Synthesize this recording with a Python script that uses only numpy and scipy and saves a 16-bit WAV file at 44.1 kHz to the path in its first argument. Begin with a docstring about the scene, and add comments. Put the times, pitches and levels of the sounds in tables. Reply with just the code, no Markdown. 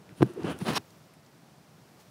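"""A hand shifts its grip on a small camera, right at the microphone, beside wooden boards outdoors.
The case takes a quick cluster of dull knocks, then skin or cloth slides over it in hissing strokes;
the last stroke crosses the microphone opening, turns bright and stops dead. A few tiny ticks follow.
Behind it all lies quiet open air: distant rumble, faint swells of rustling and one brief soft scuff."""
import sys
import numpy as np
from scipy import signal
from scipy.fft import irfft
from scipy.io import wavfile

SR = 44100
rng = np.random.default_rng(int(sys.argv[2]) if len(sys.argv) > 2 else 0)


def generate_wav(signal):
    """Clip the signal to [-1, 1] and save it as 16-bit WAV at the path in sys.argv[1]."""
    frames = np.transpose(np.atleast_2d(signal))
    scaled = np.clip(frames, -1, 1) * 32767
    pcm = np.round(scaled).astype(np.int16)
    wavfile.write(sys.argv[1], SR, pcm)


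N = 92610
TIME = np.arange(N) / SR
HZ = np.fft.rfftfreq(N, 1 / SR)


def amp(db):
    """Decibels to gain."""
    return 10 ** (np.asarray(db) / 20)


def unit(x):
    """Scales to rms 1."""
    return x / np.sqrt(np.mean(x ** 2) + 1e-20)


def spectrum(points):
    """Joins points of frequency and dB by lines over log frequency."""
    hz, db = np.transpose(points)
    return np.interp(np.log(HZ + 1), np.log(hz + 1), db)


def noise(db):
    """Noise of rms 1 with the given spectrum."""
    return unit(irfft(amp(db) * np.exp(2j * np.pi * rng.random(len(HZ))), N))


def swell(peak, rise, release, db):
    """An envelope that climbs 20 dB to its peak over the rise and drops 20 dB over the release."""
    away = np.maximum((peak - TIME) / rise, (TIME - peak) / release)
    return amp(db - 20 * away ** 1.88)


def add(mix, start, sound):
    """Mixes a sound in at a start in seconds."""
    part = mix[max(round(start * SR), 0):][:len(sound)]
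    part += sound[:len(part)]


def cut(x, hz, kind, order):
    """A low-pass or high-pass filter."""
    return signal.sosfilt(signal.butter(order, min(hz, SR / 3), kind, fs=SR, output="sos"), x)


def outdoors():
    """Open air: distant rumble, soft hiss, faint swells of rustling and a brief scuff at two seconds."""
    # Spectra of the air and the rustle. Each row: frequency in Hz, relative level in dB.
    air = [(15, -76), (25, -44), (48, -41), (71, -14.5), (107, -6.5), (156, 0), (240, -8.5), (274, -8.5),
           (495, -13.5), (631, -12.5), (1710, -22), (3260, -26.5), (5730, -26.5), (6380, -30),
           (15500, -36.5)]
    rustle = [(200, -27), (1000, 3), (2000, -0.5), (2900, -3.5), (4300, -3), (6200, -3), (9000, -8),
              (16000, -8)]
    # Two slow rustles, then the scuff. Each row: peak time, rise and release in seconds, level in dB.
    swells = [(0.92, 0.72, 0.25, -66), (2.1, 0.67, 1, -68.5), (2.002, 0.012, 0.044, -64)]
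    return amp(-57) * noise(spectrum(air)) + noise(spectrum(rustle)) * sum(swell(*row) for row in swells)


def rubbing():
    """Skin or cloth rubs the case, brighter and more resonant the nearer the microphone opening."""
    # Friction on the case, near the opening and right over it.
    # Each row: frequency in Hz, relative level in dB.
    dull_rub = [(30, -50), (70, -6.5), (130, -3.5), (340, 1), (560, -9), (1100, -14.5), (1450, -14.5),
                (2200, -25.5), (2650, -21), (3100, -26), (3800, -28.5), (4300, -32), (7500, -38.5),
                (10000, -37), (13000, -51), (16000, -55)]
    near_rub = [(30, -40), (70, -19), (130, 0.5), (250, -4.5), (500, -10.5), (1350, -13.5), (2100, -20.5),
                (4400, -22.5), (5500, -30), (7500, -35.5), (10200, -32), (12500, -45), (16000, -38)]
    bright_rub = [(30, -45), (80, -29.5), (190, -5), (380, -5), (490, -11), (700, -5.5), (1080, -4),
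                  (1350, -7.5), (2200, -10), (3200, -12), (5900, -15), (7500, -24), (11000, -24),
                  (16000, -36)]
    # Narrow resonances of the opening. Each row: centre and width in Hz, lift in dB.
    opening = [(1043, 115, 7), (1165, 67, 2), (2540, 47, 9.5), (3660, 70, 7), (4000, 44, 10),
               (4865, 64, -2), (5520, 80, 14)]
    # Running rustle of the grip. Each row: time in seconds, level in dB.
    grip = [(0, -56), (.06, -60.5), (.11, -51.5), (.15, -62.5), (.19, -51.5), (.27, -45.5), (.32, -50),
            (.37, -49), (.42, -41), (.57, -47), (.79, -49), (.83, -73), (.9, -101)]
    # Sliding strokes. Each row: time of greatest pressure, rise and release in seconds, level in dB,
    # brightness from 0 (on the case) to 1 (over the opening).
    strokes = [(.216, 0.019, 0.011, -43, 0.4), (.226, 0.0054, 0.0079, -35.5, 0.8),
               (0.448, 0.0058, 0.064, -35.5, 0), (0.499, 0.065, 0.043, -32, 0.02),
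               (0.615, 0.022, 0.026, -41, 0.47), (0.67, 0.026, 0.066, -32, 0.42),
               (0.697, 0.042, 0.035, -27.5, 0.52), (0.736, 0.042, 0.017, -33.5, 0.6),
               (0.766, 0.026, 0.016, -26.5, 1), (.778, 0.019, 0.0045, -26.5, 1)]
    # Rasp of the first long slide. Each row: band centre and width in Hz, relative level in dB.
    rasp_bands = [(1430, 550, 4), (2860, 1170, 0)]
    grain_hz, grain_db = 694, 1.5

    dull, near = spectrum(dull_rub), spectrum(near_rub)
    resonances = sum(db / (1 + (2 * (HZ - hz) / width) ** 2) for hz, width, db in opening)
    bright = spectrum(bright_rub) + resonances
    out = noise(dull) * amp(np.interp(TIME, *np.transpose(grip)))
    for peak, rise, release, db, brightness in strokes:
        to_near = np.clip(2 * brightness, 0, 1)
        to_bright = np.clip(2 * brightness - 1, 0, 1)
        colour = dull + to_near * (near - dull) + to_bright * (bright - near)
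        out += swell(peak, rise, release, db) * noise(colour)
    rasp = sum(amp(db) / (1 + (2 * (HZ - hz) / width) ** 4) for hz, width, db in rasp_bands)
    out += swell(peak=0.5, rise=0.07, release=0.0679, db=-44) * noise(20 * np.log10(rasp))
    grain = noise(-20 * np.log10(1 + (HZ / grain_hz) ** 2))
    slips = unit(amp(grain_db * grain))  # the surfaces catch and slip
    return cut(out * slips, hz=73, kind="high", order=5)


def ticks():
    """Tiny dry snaps close to the microphone; the longer one rings, the narrower its band."""
    # Each row: start in seconds, level in dB, band centre in Hz, decay in seconds.
    snaps = [(0.092, -44.5, 1850, 0.00094), (0.2316, -31.5, 7900, 0.00028), (0.265, -49, 6000, 0.00052),
             (0.3005, -54, 6000, 0.00088), (0.337, -51, 9300, 0.0014), (0.433, -46, 4810, 0.0021),
             (.5893, -37, 7900, 0.00054), (.735, -36, 9000, 0.00051), (0.9052, -55, 5900, 0.0026),
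             (1.1374, -60, 10100, 0.0043), (1.137, -60, 2080, 0.0055), (1.263, -58, 5600, 0.0032)]
    sharp_octaves, sharp_s = 0.51, 0.00092  # half-width of the band for a decay this short
    out, t = np.zeros(N), TIME[:SR // 20]
    for start, db, hz, decay in snaps:
        octaves = sharp_octaves * np.sqrt(sharp_s / decay)
        band = -10 * np.log10(1 + (np.log2((HZ + 1) / hz) / octaves) ** 4)
        fade = np.exp(-t / decay)
        snap = fade * noise(band)[:len(t)]
        add(out, start, amp(db) * snap * np.linalg.norm(fade) / np.linalg.norm(snap))
    return out


def knocks():
    """Each blow cracks and rings the case around the microphone; a softer contact is duller."""
    # Blows on the case. Each row: start in seconds, gain in dB, treble edge in Hz.
    blows = [(0.1, -47, 513), (0.208, -17.5, 1120), (.2100, -14.5, 795), (0.2209, -10, 2800),
             (0.2217, -5, 900), (0.2277, -1, 1800), (0.2432, -17.5, 295), (0.4442, -18, 1110),
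             (0.616, -25.5, 1800), (0.701, -25, 700), (0.781, -28, 500)]
    # Modes of the case. Each row: frequency in Hz, relative level in dB, seconds to fall 60 dB.
    modes = [(131.8, -19.5, 0.099), (246.2, -25.5, 0.12), (341.5, -1.5, 0.02), (462.6, -33.5, 0.11),
             (700, -15, .012), (1090, -16.5, 0.007), (1554, -20.5, 0.016), (2820, -19.5, 0.0054)]
    crack_db, crack_s = -8, 0.000083  # the contact itself
    out, t = np.zeros(N), TIME[:SR // 4]
    ring = sum(amp(db - 60 * t / t60) * np.sin(2 * np.pi * hz * t) for hz, db, t60 in modes)
    crack = cut(amp(crack_db) * np.exp(-t / crack_s), hz=5200, kind="low", order=4)
    for start, db, edge_hz in blows:
        add(out, start, -amp(db) * cut(ring + crack, edge_hz, "low", order=2))
    return cut(out, hz=95, kind="high", order=4)  # the knocks carry little deep bass


def thuds():
    """A soft fingertip press flexes the case for two or three slow cycles."""
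    # Each row: middle of the press in seconds, level in dB, pitch in Hz.
    presses = [(0.128, -42, 135), (0.214, -20, 149), (.264, -29, 194), (0.448, -26, 176),
               (0.6259, -23.5, 166), (0.8, -42, 140), (1.016, -47.5, 146)]
    half_press_s = 0.0073
    out = np.zeros(N)
    for middle, db, hz in presses:
        t = TIME - middle
        out += amp(db) * np.exp(-(t / half_press_s) ** 2) * np.sin(2 * np.pi * hz * t)
    return out


def brushes():
    """The lightest touches reach the microphone only as a thin high hiss."""
    # Spectrum of the hiss. Each row: frequency in Hz, relative level in dB.
    hiss = [(100, -37), (1500, -8), (3200, 1.5), (6500, -7), (8200, -8), (9300, 3), (10900, -4.5),
            (12500, -12), (16000, -11)]
    # Light touches. Each row: peak time, rise and release in seconds, level in dB.
    touches = [(0.187, 0.033, .028, -58), (0.226, .011, 0.0027, -60), (.28, .07, 0.1, -65),
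               (.511, 0.029, 0.037, -52), (.635, 0.076, .06, -53.5)]
    return noise(spectrum(hiss)) * sum(swell(*row) for row in touches)


def shudders():
    """A dragging finger keeps the main resonance of the case ringing at a wavering pitch."""
    # Each row: peak time, rise and release in seconds, level in dB, pitch in Hz.
    drags = [(0.303, 0.015, 0.015, -38, 373.7), (0.375, 0.022, 0.026, -35.5, 364),
             (.399, 0.009, 0.014, -35.5, 327), (.424, 0.023, 0.0091, -41, 290)]
    width_hz, waver_depth, fuzz_gain = 117, 0.115, 0.57
    out = np.zeros(N)
    for peak, rise, release, db, hz in drags:
        waver = noise(-20 * np.log10(1 + (HZ / width_hz) ** 2))
        pitch = hz * (1 + waver_depth * waver)
        tone = np.sin(2 * np.pi * np.cumsum(pitch) / SR)
        fuzz = noise(-20 * np.log10(1 + ((HZ - hz) / width_hz) ** 4))
        out += unit(tone + fuzz_gain * fuzz) * swell(peak, rise, release, db)
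    return out


def scene():
    """Handling sounds right at the microphone over the open air, in mono."""
    return (knocks() + thuds() + rubbing() + shudders() + brushes() + ticks() + outdoors())[None]


def record(dry):
    """The camera's sound stops steeply at the top of the treble."""
    edge_hz = 15750
    low_pass = signal.firwin(511, edge_hz, window=("kaiser", 9), fs=SR)
    return signal.oaconvolve(dry, low_pass[None], "same")


dry = scene()
out = record(dry)
generate_wav(out)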